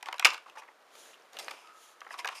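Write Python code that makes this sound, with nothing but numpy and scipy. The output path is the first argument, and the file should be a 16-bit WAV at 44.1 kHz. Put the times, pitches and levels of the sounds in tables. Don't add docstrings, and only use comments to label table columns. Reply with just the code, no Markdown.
import sys
import numpy as np
from scipy import signal
from scipy.fft import rfft, irfft
from scipy.io import wavfile

SR = 44100
rng = np.random.default_rng(int(sys.argv[2]) if len(sys.argv) > 2 else 0)


def to_wav(s):
    ch = np.atleast_2d(s).T
    pcm = np.round(np.clip(ch, -1, 1) * 32767)
    wavfile.write(sys.argv[1], SR, pcm.astype(np.int16))


def boost(x):
    u = np.asarray(x, float) / 20
    return 10 ** u


N = 105840

# pitch_hz, density_db_per_hz
FLOOR_SPECTRUM = [(25, -39.5), (100, -50.5), (220, -22), (600, -7.5), (1170, -1.5), (1700, -6),
                  (2550, -13.5), (15500, -31)]
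# time_s, level_db
RUSTLE_LEVEL = [(0, -65), (.3, -67.5), (.62, -64), (.78, -68), (.95, -59.5), (1.1, -58.5), (1.31, -65),
                (1.345, -55.5), (1.4, -55), (1.47, -53), (1.53, -53.5), (1.63, -64.5), (1.98, -65.5),
                (2.25, -60.5), (2.4, -68)]
# pitch_hz, density_db_per_hz
RUSTLE_SPECTRUM = [(60, -32.5), (150, -18), (425, 2), (570, 4), (1100, -3), (1500, -3), (4200, -11.5),
                   (15000, -27.5)]
# time_s, level_db
HOLLOW_LEVEL = [(1.6, -71), (1.65, -59), (1.7, -52), (1.77, -56), (1.8, -62), (1.95, -60), (2.02, -74)]
# start_s, attack_s, hold_s, release_s, level_db
FINGER_SLIDES = [
    (0.903, 0.088, 0.15, 0.023, -55.5),
    (1.716, 0.11, 0.11, 0.018, -60.5),
]
# pitch_hz, density_db_per_hz
SLIDE_SPECTRUM = [(800, -48), (1600, 2), (5500, 5), (7000, 4.5), (12000, -1.5), (15500, -15)]
# start_s, length_s, level_db,
# tilt_db_per_octave, rise_share
SCUFFS = [(0.059, 0.03, -42, -12, 0.32), (.1, 0.027, -47, -19, 0.48),
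          (0.145, 0.036, -65, 5.5, 0.55), (0.247, 0.021, -32, 4, 0.36),
          (0.252, 0.11, -36.5, -4, 0.045), (0.325, 0.083, -53.5, -1.5, 0.28),
          (0.447, 0.058, -48.5, -31, 0.67), (.552, 0.021, -46, -20, 0.36),
          (0.569, 0.045, -49.5, 1, 0.38), (0.607, 0.049, -50.5, -28.5, 0.33),
          (1.321, 0.037, -62.5, -3, 0.14), (1.384, 0.12, -64, 9, .05),
          (1.476, 0.29, -55.5, 1, 0.071), (2.091, 0.0451, -55.5, 5, 0.96),
          (2.131, 0.045, -51, -3, 0.18), (2.173, 0.046, -47, 3, 0.43), (2.21, .035, -69, -12, 0.25),
          (2.281, 0.08, -46.5, -4, 0.53), (2.344, 0.039, -52.5, 4.5, 0.31),
          (2.352, 0.041, -55, 5.5, 1)]
# pitch_hz, width_hz, level_db
SCUFF_RESONANCES = [(1026, 290, 0.1), (2460, 640, -1), (4980, 700, -10), (8200, 5000, -13)]
# time_s, peak_db, width_ms, sign
FACE_FLIPS = [
    (.1268, -24.5, 0.063, -1),
    (0.1942, -32, 0.18, -1),
    (0.4988, -45, 0.069, 1),
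    (.2486, -10, 0.1, -1),
    (0.2548, -3.5, .15, -1),
    (1.4824, -18, 0.11, 1),
    (2.0168, -28.5, 0.12, -1),
    (2.2454, -43, 0.17, -1),
    (2.256, -17, 0.16, -1),
]
# pitch_hz, level_db
SHELL_SPECTRUM = [(250, -33.5), (500, -17), (1000, -9), (2400, 0), (5000, -4), (9000, -7.5), (15000, -9)]
# time_s, peak_db, ring_hz, treble_db, length_ms
PRY_BUCKLES = [(.009, -49.5, 1500, -12, 4.4), (.0274, -29.5, 900, -12, 1.2),
               (.0585, -30.5, 1100, -18.5, 1.49), (.071, -40, 1180, -12.5, 2.9),
               (.080, -43, 1100, -28.5, 2.5), (.0855, -23, 950, -21, 3.01), (.127, -26, 1000, -15.5, 1.77),
               (.142, -29.5, 1070, -18, 1.96), (.182, -34.5, 1470, -7.5, 2.6), (.1958, -18, 1240, -10, 2.3),
               (.225, -22.5, 2340, -33, 1.49), (.2474, -5, 2580, -11.5, 2.6), (.2510, -7.5, 5530, 4, 2.22),
               (.2535, -3.5, 2400, -14.5, 1.3), (.260, -11.5, 1200, -15, 3.8), (.269, -16, 2800, -7, 3.9),
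               (.287, -29.5, 2800, -1, 1.5), (.3035, -27.5, 2260, 0, 2.8), (.334, -33.5, 1080, -4, 2.7),
               (.343, -27, 1580, -11.5, 2.7), (.378, -35.5, 1310, -14.5, 2.14), (.498, -41, 2700, -8, 0.65)]
# time_s, peak_db, ring_hz, treble_db, length_ms
TURN_BUCKLES = [(.461, -42.5, 1090, -36, 1.54), (.489, -50, 1190, -21, 1.37), (.571, -36, 917, -35.5, 3.6),
                (.620, -42, 942, -45, 2.5), (.634, -44.5, 950, -30, 2.15), (.679, -49, 907, -30.5, 4.7),
                (.686, -44, 926, -39, 2.1), (.9525, -41, 1305, -9.5, 1.9), (1.057, -47.5, 523, -38.5, 1.16),
                (1.073, -57, 550, -25, 0.82), (1.132, -47, 2720, -20, 6.0), (1.142, -43.5, 3070, -16, 4.6),
                (1.221, -54, 4800, -15, 1.1), (1.332, -39.5, 575, -2, 0.85), (1.3435, -49, 694, -4, 0.63),
                (1.3684, -33.5, 2900, -13, 1.03), (1.388, -27, 600, -4, 1.57), (1.3905, -38, 3650, 15, 2.1),
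                (1.3945, -29.5, 706, -6.5, 4.5), (1.399, -44, 3870, 5, 1.6), (1.427, -41, 7500, 3, 4.8),
                (1.4455, -38.5, 7400, 2, 1), (1.477, -52, 4500, -16, 1.5), (1.4835, -31, 1800, -15, 0.62),
                (1.5088, -34, 3170, -2, 1.24), (1.5115, -28.5, 584, -16, 2.78), (1.673, -46, 2830, -8, 2.1),
                (1.692, -52, 1280, -31.5, 2.4)]
# time_s, peak_db, ring_hz, treble_db, length_ms
PULL_BUCKLES = [(2.0058, -40.5, 5130, -14.5, 1.3), (2.0158, -35.5, 1200, -27, 1.6),
                (2.048, -43, 1130, -22, 1.33), (2.0662, -37.5, 888, -43, 2), (2.076, -48, 1150, -14, 3.5),
                (2.089, -45, 1190, -30, 1.55), (2.1068, -31, 1150, -33, 2.64),
                (2.1408, -31.5, 1190, -19, 2.0), (2.1455, -35, 555, -32, 1.6),
                (2.188, -32.5, 3030, -19, 2.13), (2.1915, -28, 1050, -11, 1.62),
                (2.198, -33, 5200, -21, 2.9), (2.204, -38, 2250, -27, 3.1),
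                (2.2462, -23.5, 1240, -20.5, 2.27), (2.2565, -29, 1120, -13, 0.93),
                (2.271, -36, 4970, -8, 0.79), (2.2742, -29.5, 2700, -23, 1.14),
                (2.2748, -26, 5070, -21.5, 0.956), (2.2868, -27, 990, -20, 3.2),
                (2.294, -38, 960, -27, 0.94), (2.312, -41, 1000, -31, 2.0), (2.329, -37.5, 1030, -30, 1),
                (2.382, -41, 2500, -6, 2.5)]


def rms_one(x):
    return x / np.sqrt(np.mean(x ** 2) + 1e-20)


def at(points, x, warp=np.log):
    p = np.array(points)
    return np.interp(warp(x), warp(p[:, 0]), p[:, 1])


def colour(x, spectrum):
    hz = np.maximum(np.arange(len(x) // 2 + 1) * SR / len(x), 10)
    return irfft(rfft(x) * boost(at(spectrum, hz)), len(x))


def peak(x, hz, width_hz):
    r = np.exp(-np.pi * width_hz / SR)
    feedback = [1, -2 * r * np.cos(2 * np.pi * hz / SR), r * r]
    return signal.lfilter([(1 - r * r) / 2, 0, (r * r - 1) / 2], feedback, x)


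def low_cut(x, hz):
    return signal.sosfilt(signal.butter(3, hz, "high", fs=SR, output="sos"), x)


def drift(rate_hz):
    r = np.exp(-2 * np.pi * rate_hz / SR)
    wander = signal.lfilter([1], [1, -2 * r, r * r], rng.standard_normal(N + SR))
    return rms_one(wander[SR:])


def grains(per_s, spread_db):
    size_db = spread_db * np.minimum(rng.exponential(1, N), 4)
    size = boost(size_db) * rng.choice([-1, 1], N)
    return rms_one(size * (rng.random(N) < per_s / SR))


def room_floor():
    return boost(-64.5) * rms_one(colour(rng.standard_normal(N), FLOOR_SPECTRUM))


def room(x):
    t60_s, build_up_s, treble_decay_s, wall_cut_hz = 0.25, 0.011, 0.12, 9200
    t = np.arange(SR // 2) / SR
    noise = rng.standard_normal((2, SR // 2))
    dull = signal.lfilter(*signal.butter(1, wall_cut_hz / 3, fs=SR), noise[0])
    bright = 0.21 * noise[1] * np.exp(-t / treble_decay_s)
    tail = (dull + bright) * boost(-60 * t / t60_s) * np.clip(t / build_up_s, 0, 1)
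    return signal.fftconvolve(x, tail / np.sqrt(np.sum(tail ** 2)))[:N]


def rustle():
    hollow_hz = 1280
    t = np.arange(N) / SR
    rub = rms_one(colour(grains(5700, 2.5), RUSTLE_SPECTRUM))
    rub = rub * boost(at(RUSTLE_LEVEL, t, np.asarray) + 1.5 * drift(25))
    narrow = peak(grains(4000, 3.1), hollow_hz, 60)
    hollow = rms_one(peak(narrow, hollow_hz, 340))
    gate = (t > HOLLOW_LEVEL[0][0]) & (t < HOLLOW_LEVEL[-1][0])
    return rub + hollow * gate * boost(at(HOLLOW_LEVEL, t, np.asarray) - 3.5)


def slides():
    echo_s, echo_gain = 0.0003, 0.4
    t = np.arange(N) / SR
    hiss = colour(rng.standard_normal(N), SLIDE_SPECTRUM)
    hz = np.arange(N // 2 + 1) * SR / N
    echo = irfft(rfft(hiss) * np.exp(-2j * np.pi * hz * echo_s), N)
    hiss = rms_one(hiss + echo_gain * echo)
    swell = np.zeros(N)
    for start, attack, hold, release, db in FINGER_SLIDES:
        corners = np.cumsum([start, attack, hold, release])
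        swell += boost(db) * np.interp(t, corners, [0, 0.99, 0.38, 0.068])
    return hiss * swell * boost(0.98 * drift(9.6))


def scuffs():
    t = np.arange(N) / SR
    grit = grains(14000, 3)
    out = np.zeros(N)
    for hz, width_hz, db in SCUFF_RESONANCES:
        swell = np.zeros(N)
        for start, length, level_db, tilt_db, rise in SCUFFS:
            gain = boost(level_db + db + tilt_db * np.log2(hz / 1000))
            swell += gain * np.interp(t, [start, start + rise * length, start + length], [0, 1, 0])
        out += peak(grit * swell, hz, width_hz) * np.sqrt(SR / width_hz / 4)
    return signal.sosfilt(signal.butter(2, 9600, fs=SR, output="sos"), out)


def pops():
    t = np.arange(N) / SR
    push = np.zeros(N)
    for s, db, width_ms, sign in FACE_FLIPS:
        push += sign * boost(db) * np.exp(-((t - s) * 1000 / width_ms) ** 2)
    return low_cut(push, 714) + boost(-36.5) * push


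def slip_burst(length_ms, delays, sizes):
    shares = np.cumsum(0.15 + 0.3 * np.abs(delays))
    shares = shares - shares[0]
    burst = np.zeros(2048)
    for share, size in zip(shares, sizes):
        position = share * length_ms / 1000 * SR
        i = int(position)
        slip = np.sign(size) * boost(-8 * share + 2 * size)
        burst[i:i + 2] += slip * np.array([1 + i - position, position - i])
    return burst


def buckles(rows):
    t60_s, t60_slope, rise_cycles = 0.037, 0.8, 0.71
    ring_db, ring_oct, region_db, region_oct = 10.5, 0.2, 6.5, 1.7
    usual_treble_db, mode_spread_db = -18, 2
    t = np.arange(3072) / SR
    hz = np.geomspace(300, 16000, 150)
    decay_rate = np.log(1000) * (np.maximum(hz, 800) / 1000) ** t60_slope / t60_s
    rings = np.exp(-np.outer(decay_rate, t))
    rings = rings * (1 - np.exp(-np.outer(hz, t) / rise_cycles))
    out = np.zeros(N + SR)
    for s, db, ring_hz, treble_db, length_ms in rows:
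        level, detune, slip = rng.standard_normal((3, len(hz)))
        octaves = np.log2(hz / ring_hz)
        gain_db = at(SHELL_SPECTRUM, hz) + mode_spread_db * level
        gain_db += ring_db * np.exp(-(octaves / ring_oct) ** 2)
        gain_db += region_db * np.exp(-(octaves / region_oct) ** 2)
        gain_db += (treble_db - usual_treble_db) * np.clip(np.log2(hz / 2000), 0, 1)
        modes = rings * np.sin(2 * np.pi * np.outer(hz * (1 + 0.01 * detune), t))
        body = (boost(gain_db) * np.sign(slip)) @ modes
        hit = signal.fftconvolve(slip_burst(length_ms, slip[:6], detune[:6]), body)
        i = int(s * SR)
        out[i:i + len(hit)] += boost(db) * hit / np.abs(hit).max()
    return out[:N]


def scene():
    shell = buckles(PRY_BUCKLES) + buckles(TURN_BUCKLES) + buckles(PULL_BUCKLES) + scuffs()
    near = low_cut(shell, 290) + pops()
    return (near + boost(-16) * room(near) + slides() + rustle() + room_floor())[None]


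def low_pass(x):
    return signal.sosfilt(signal.butter(12, 16510, fs=SR, output="sos"), x)


def record(dry):
    x = signal.sosfilt(signal.cheby2(10, 32, 1.025 * 14900, fs=SR, output="sos"), dry)
    x = x - 0.94 * peak(x, 7830, 190)
    return low_pass(x)


dry = scene()
out = record(dry)
to_wav(out)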